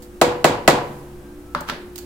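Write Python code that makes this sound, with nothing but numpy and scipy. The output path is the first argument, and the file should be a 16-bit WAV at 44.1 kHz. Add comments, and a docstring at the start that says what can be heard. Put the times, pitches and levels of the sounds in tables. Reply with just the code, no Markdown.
"""An appliance hums and a bin liner rustles faintly in a small live room. A plastic dustpan is
rapped three times on the rim of the steel kitchen bin: each rap cracks, shakes the pan, leaves
the bin ringing and just overloads the microphone. Then a hand brush knocks lightly in the pan
and the liner crinkles, among soft swishes and two faint, thin whistles."""
import sys
import numpy as np
from scipy import signal
from scipy.fft import rfft, irfft, next_fast_len
from scipy.io import wavfile
from scipy.ndimage import uniform_filter1d, map_coordinates

SR = 44100
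rng = np.random.default_rng(int(sys.argv[2]) if len(sys.argv) > 2 else 0)


def persist_wave(psi):
    """Save psi, clipped to +-1, as 16-bit WAV."""
    counts = np.round(np.clip(psi, -1, 1) * 32767).astype(np.int16)
    wavfile.write(sys.argv[1], SR, np.atleast_2d(counts).T)


N = 90404
T = np.arange(SR * 3 // 2) / SR  # time within one event, s
SCENE_T = np.arange(N) / SR
TOP_HZ, CRACK_DB, CRACK_RISE_S = 16050, -8, 0.00053
PAN_SPREAD_RAD, BIN_SPREAD_RAD = 0.12, 0.45  # +/- phase per channel at 700 Hz

# contact crack spectrum: freq_hz, density_db
CRACK_SPECTRUM = [(80, -14), (300, -4), (1100, -11.5), (1900, -11), (3200, -4.5), (4500, -7), (5800, -11.5),
                  (7300, -9), (10000, -18.5), (15500, -25)]


def amp(db):
    """Decibels to gain."""
    return 10 ** (np.asarray(db) / 20)


def unit(x):
    """Scale to rms 1."""
    return x / np.sqrt(np.mean(x ** 2) + 1e-20)


def along(points, hz):
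    """Interpolate (freq_hz, value) points on a log axis."""
    freqs_hz, values = np.transpose(points)
    return np.interp(np.log(hz + 1), np.log(freqs_hz + 1), values)


def fade(t60_s):
    """Exponential decay."""
    return np.exp(-np.log(1000) * T / t60_s)


def rise(rise_s):
    """Smooth onset."""
    return 1 - np.exp(-(T / rise_s) ** 2)


def hump(x, sigma):
    """Gaussian of height 1."""
    return np.exp(-(x / sigma) ** 2 / 2)


def wobble(rate_hz):
    """Smooth random drift."""
    return map_coordinates(rng.standard_normal(100), [SCENE_T * rate_hz], mode="mirror")


def add(track, start_s, sound):
    """Mix in one event."""
    i = max(round(start_s * SR), 0)
    track[:, i:i + len(T)] += sound[:, :N - i]


def noise(spectrum, lean=1, coherence=None, size=len(T)):
    """Coloured stereo noise, rms 1; lean shifts mids left and treble right."""
    # default left-right likeness: freq_hz, correlation
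    default_coherence = [(150, 0.94), (350, 1), (700, 0.71), (1400, 0.11), (4000, 0.036), (12000, 0.17)]
    # stereo balance: freq_hz, left_minus_right_db
    balance = [(200, -2), (700, 2.5), (1400, 2.5), (2800, -4), (5500, -8), (13000, -10)]
    hz = np.fft.rfftfreq(size, 1 / SR)
    width_rad = np.arccos(np.clip(along(coherence or default_coherence, hz), -1, 1)) / 2
    mid, side = rfft(rng.standard_normal((2, size))) * [np.cos(width_rad), np.sin(width_rad)]
    tilt_db = lean * along(balance, hz) / 2
    gain = amp(along(spectrum, hz) + np.array([tilt_db, -tilt_db]))
    return unit(irfft(np.array([mid + side, mid - side]) * gain, size))


def hum():
    """Appliance tones, each wavering in level and phase."""
    # hum partials: pitch_hz, level_db
    partials = [(59.2, -48), (91.5, -56), (209.9, -53.5), (296, -54), (355.6, -44), (491, -56)]
    out = np.zeros(N)
    for hz, db in partials:
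        peak = np.sqrt(2) * amp(db + 3 * wobble(rate_hz=5.1))
        out += peak * np.sin(2 * np.pi * hz * SCENE_T + 0.46 * wobble(rate_hz=4.07))
    return out


def air():
    """Steady room noise, mostly bass."""
    # air spectrum: freq_hz, density_db
    spectrum = [(25, -8), (60, -16), (140, -19), (230, -16.5), (370, -14), (430, -26), (550, -24.5),
                (1000, -29.5), (1650, -31.5), (1900, -36), (4500, -43), (10000, -42.5), (15500, -44.5)]
    # left-right likeness: freq_hz, correlation
    coherence = [(60, 0.91), (400, 0.84), (1500, 0.093), (8000, 0.3)]
    return amp(-43) * noise(spectrum, lean=0, coherence=coherence, size=N)


def crinkles():
    """The liner's thin film snaps in small grainy bursts."""
    # film snaps: start_s, level_db, rise_s, t60_s
    snaps = [(0.02, -39, 0.0023, 0.16), (1.606, -23.5, 0.0016, 0.024), (1.957, -19.5, 0.002, 0.02),
             (1.979, -21, 0.0011, 0.018), (1.985, -20.5, 0.0012, 0.02), (1.989, -31, .001, .025)]
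    # film spectrum: freq_hz, density_db
    film = [(300, -5), (3500, -1.5), (4600, 5), (5700, -4), (7000, 4), (9000, -2), (12000, -3), (15000, 2)]
    out = np.zeros((2, N))
    for start_s, db, rise_s, t60_s in snaps:
        grain_db = 0.98 * unit(uniform_filter1d(rng.standard_normal(len(T)), size=30))
        snap = noise(film, lean=1.03) * unit(amp(grain_db)) * fade(t60_s) * rise(rise_s)
        add(out, start_s, amp(db) * (snap + amp(-21) * room(film)))
    return out


def room(spectrum, late_db=-27, late_stretch=3.56):
    """Diffuse echo of a short sound; treble dies first, a weak part lingers."""
    # room decay: freq_hz, t60_s
    reverb_times = [(100, 0.77), (260, 0.64), (700, 0.56), (1800, 0.5), (4800, .35), (8000, 0.27),
                    (13000, 0.25)]
    hz, t, frames = signal.stft(noise(spectrum, lean=0.78), SR, nperseg=512)
    decay = np.log(1000) * t / along(reverb_times, hz)[:, None]
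    envelope = np.hypot(np.exp(-decay), amp(late_db) * np.exp(-decay / late_stretch))
    _, tail = signal.istft(frames * envelope, SR)
    return tail[:, :len(T)] * rise(0.0043)


def burst(spectrum, rise_s, t60_s, lean=1):
    """Short contact noise, equalised to keep the colour of its spectrum."""
    def colour(x):
        power = uniform_filter1d(np.abs(rfft(x)) ** 2, size=180)
        return np.sqrt(np.abs(power) + 1e-12)

    source = noise(spectrum, lean)
    envelope = fade(t60_s) * rise(rise_s)
    puff = source * envelope
    even = irfft(rfft(puff) * colour(source) / colour(puff), len(T))
    even *= rise(rise_s) * np.exp(-(T / t60_s) ** 2)  # trim the equaliser's smear
    return unit(even) * np.sqrt(np.mean(envelope ** 2))


def impact():
    """Noise of one blow: crack with the pan's lip snapping back, thud, echo."""
    # lip snap spectrum: freq_hz, density_db
    lip_spectrum = [(700, -27), (1300, 5), (2000, 14), (2350, 1), (2700, 1), (3100, -18), (4000, -16),
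                    (15000, -24)]
    # thud spectrum: freq_hz, density_db
    thud_spectrum = [(50, -28), (130, -6), (250, -2.5), (400, -0.5), (590, 3), (760, 2), (950, -2.5),
                     (1400, -6), (4000, -30.5)]
    # rap echo spectrum: freq_hz, density_db
    echo_spectrum = [(40, -38), (110, -10), (250, -7.5), (550, -5), (1000, -5), (1300, -11), (3000, -17),
                     (4800, -19.5), (5800, -25.5), (7300, -21), (10000, -30.5), (15500, -36)]
    crack = amp(CRACK_DB) * burst(CRACK_SPECTRUM, CRACK_RISE_S, t60_s=0.046)
    snap = amp(-7) * burst(lip_spectrum, rise_s=0.00075, t60_s=0.029, lean=3.4)
    thud = amp(-2.5) * burst(thud_spectrum, rise_s=0.0031, t60_s=0.063)
    return np.array([crack + snap, thud, amp(-13) * room(echo_spectrum)])


def draw_phases(modes):
    """Per mode: phase_rad, side (its sign picks the leading channel)."""
    return rng.uniform(-np.pi, np.pi, (len(modes), 2))


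def ring(modes, spread_rad, phases, rise_cycles=3.24, max_rise_s=0.0041, scatter_db=2.5):
    """Damped modes that build up briefly; their levels vary from blow to blow."""
    out = np.zeros((2, len(T)))
    for (hz, db, t60_s), (phase, side) in zip(modes, phases):
        swell = 1 - np.exp(-(T / min(rise_cycles / hz, max_rise_s)) ** 4)
        offset_rad = np.array([[1], [-1]]) * np.sign(side) * min(spread_rad * hz / 700, np.pi / 3)
        gain = amp(db + scatter_db * rng.standard_normal())
        out += gain * swell * fade(t60_s) * np.sin(2 * np.pi * hz * T + phase + offset_rad)
    return out


def raps(fresh_share=0.092):
    """The pan hits one spot on the rim, so the blows sound alike; it bounces after the last."""
    # raps on the rim: start_s, level_db, crack_db, bin_ring_db
    blows = [(.2135, -1, -1.5, 0), (0.4426, 0, -2.5, -0.5), (0.6764, 2, -1, 0)]
    # pan bounces: start_s, crack_db, pan_ring_db
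    bounces = [(0.6838, -6.5, -26), (.6900, -25, -25.5), (.6990, -8, -11.5), (0.7071, -6, -21.5)]
    # plastic dustpan modes: pitch_hz, level_db, t60_s
    pan_modes = [(153.5, -17, 0.22), (318, -14, 0.058), (385.3, -18, 0.2), (556, -7, 0.12),
                 (637, -11.5, 0.024), (714, -2.5, 0.061), (811, -8.5, 0.056), (1024, -16, 0.073),
                 (1260, -13, 0.042), (1487, -17.5, 0.06), (1750, -14, 0.079), (1957, -10, 0.053),
                 (2613, -13, 0.033), (2772, -11.5, 0.031)]
    # steel bin modes: pitch_hz, level_db, t60_s
    bin_modes = [(108.4, -37.5, 1), (141.76, -35, 1.9), (200.3, -26, 0.32), (293.8, -33, 0.88),
                 (338.9, -24, 0.64), (362.2, -25, 0.54), (430, -17, 0.3), (487.3, -19, 0.65),
                 (567.3, -17.5, 0.4), (664, -27.5, 0.52), (715, -24.5, 0.45), (836, -28, 0.34),
                 (867, -31.5, 0.43), (1000.6, -24.5, 0.68), (1117, -30, 0.47)]
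    out = np.zeros((2, N))
    common = impact()
    pan_phases, bin_phases = draw_phases(pan_modes), draw_phases(bin_modes)
    pan_phases[:, 0] = np.pi * np.arange(len(pan_modes))  # one push, neighbouring modes opposed
    for start_s, db, crack_db, bin_db in blows:
        crack, thud, echo = np.sqrt(1 - fresh_share) * common + np.sqrt(fresh_share) * impact()
        plastic = ring(pan_modes, PAN_SPREAD_RAD, pan_phases)
        # the heavier bin builds up more slowly
        steel = ring(bin_modes, BIN_SPREAD_RAD, bin_phases, rise_cycles=3.5, max_rise_s=0.0074)
        rap = amp(crack_db) * crack + thud + echo + plastic + amp(bin_db) * steel
        add(out, start_s, amp(db) * rap)
    for start_s, crack_db, pan_db in bounces:
        crack = amp(CRACK_DB + crack_db) * burst(CRACK_SPECTRUM, CRACK_RISE_S, t60_s=0.015)
        add(out, start_s, crack + amp(pan_db) * ring(pan_modes, PAN_SPREAD_RAD, pan_phases))
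    return out


def swishes():
    """Bristles and film swish softly."""
    # strokes: centre_s, level_db, sigma_s, peak_hz
    strokes = [(0.944, -55, 0.12, 11000), (1.692, -35, 0.011, 2520)]
    out = np.zeros((2, N))
    for centre_s, db, sigma_s, hz in strokes:
        spectrum = [(hz / 6, -20), (hz / 2, -2), (hz, 0), (hz * 4, -16)]
        out += amp(db) * hump(SCENE_T - centre_s, sigma_s) * noise(spectrum, size=N)
    return out


def whistles():
    """Faint, thin tones come and go."""
    # whistles: centre_s, sigma_s, pitch_hz, level_db
    tones = [(1.293, 0.042, 1577, -55.5), (1.515, 0.048, 1316, -52)]
    out = np.zeros(N)
    for centre_s, sigma_s, hz, db in tones:
        tone = np.sin(2 * np.pi * hz * SCENE_T + wobble(rate_hz=39.4))
        out += amp(db) * hump(SCENE_T - centre_s, sigma_s) * tone
    return out


def knocks():
    """Brush on pan, plastic on plastic: a short tock with a click on top; the brush rings."""
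    # knocks: start_s, level_db, pitch_hz, sigma_octaves, floor_db, t60_s, room_db, brush_db, tock_db
    contacts = [(1.5490, -12.5, 1190, 0.35, -22, 0.018, -15, -13.5, 3.5),
                (1.6879, -19, 1410, 0.8, -14, 0.018, -27, -9.5, -1.5),
                (1.6973, -14, 1630, 0.15, -6, 0.019, -15, -15, 1)]
    # broadband floor of the click: freq_hz, density_db
    click_floor = [(60, -25), (170, 8.5), (400, 10.5), (4500, 4.5), (7000, -9), (15500, -18.5)]
    # hand brush modes: pitch_hz, level_db, t60_s
    brush_modes = [(1158, -6.5, 0.13), (1350, 3, 0.08), (1700, -3, 0.054), (2100, -6, 0.04)]
    out = np.zeros((2, N))
    hz = np.geomspace(30, TOP_HZ, 60)
    for start_s, db, pitch_hz, sigma_octaves, floor_db, t60_s, room_db, brush_db, tock_db in contacts:
        resonance = hump(np.log2(hz / pitch_hz), sigma_octaves)
        floor = amp(floor_db + along(click_floor, hz))
        spectrum = np.c_[hz, 20 * np.log10(resonance + floor)]
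        brush = amp(brush_db) * ring(brush_modes, PAN_SPREAD_RAD, draw_phases(brush_modes))
        tock = amp(tock_db) * fade(t60_s=0.01) * np.sin(2 * np.pi * pitch_hz * T)
        click = burst(spectrum, rise_s=0.00027, t60_s=t60_s)
        add(out, start_s, amp(db) * (tock + click + amp(room_db) * room(spectrum) + brush))
    return out


def after_rings():
    """A hollow ring follows the small contacts."""
    # contacts: start_s, level_db
    nudges = [(1.551, -26), (1.607, -31), (1.717, -30)]
    # hollow modes: pitch_hz, level_db, t60_s
    modes = [(162.6, 0, 0.16), (246.4, -3, 0.19), (584, 5.5, 0.081), (856, -8, 0.2), (937, -7, 0.15),
             (1052, -5, 0.1)]
    out = np.zeros((2, N))
    for start_s, db in nudges:
        add(out, start_s, amp(db) * ring(modes, BIN_SPREAD_RAD, draw_phases(modes)))
    return out


def scene():
    """The bin is nearer the right microphone, so its sounds lag on the left; background unshifted."""
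    at_bin = raps() + knocks() + after_rings() + crinkles() + swishes()
    size = next_fast_len(N + SR // 2)
    lag_s = np.array([[15e-6], [0]])
    delay = np.exp(-2j * np.pi * np.fft.rfftfreq(size, 1 / SR) * lag_s)
    at_mics = irfft(rfft(at_bin, size) * delay, size)[:, :N]
    return at_mics + hum() + whistles() + air()


def record(dry):
    """The microphone rounds off the highest peaks and cuts above its band limit."""
    clipped = dry / (1 + np.abs(dry) ** 8) ** (1 / 8)
    size = next_fast_len(N + SR // 2)
    lowpass = 1 / (1 + (np.fft.rfftfreq(size, 1 / SR) / TOP_HZ) ** 160)
    return irfft(rfft(clipped, size) * lowpass, size)[:, :N]


dry = scene()
out = record(dry)
persist_wave(out)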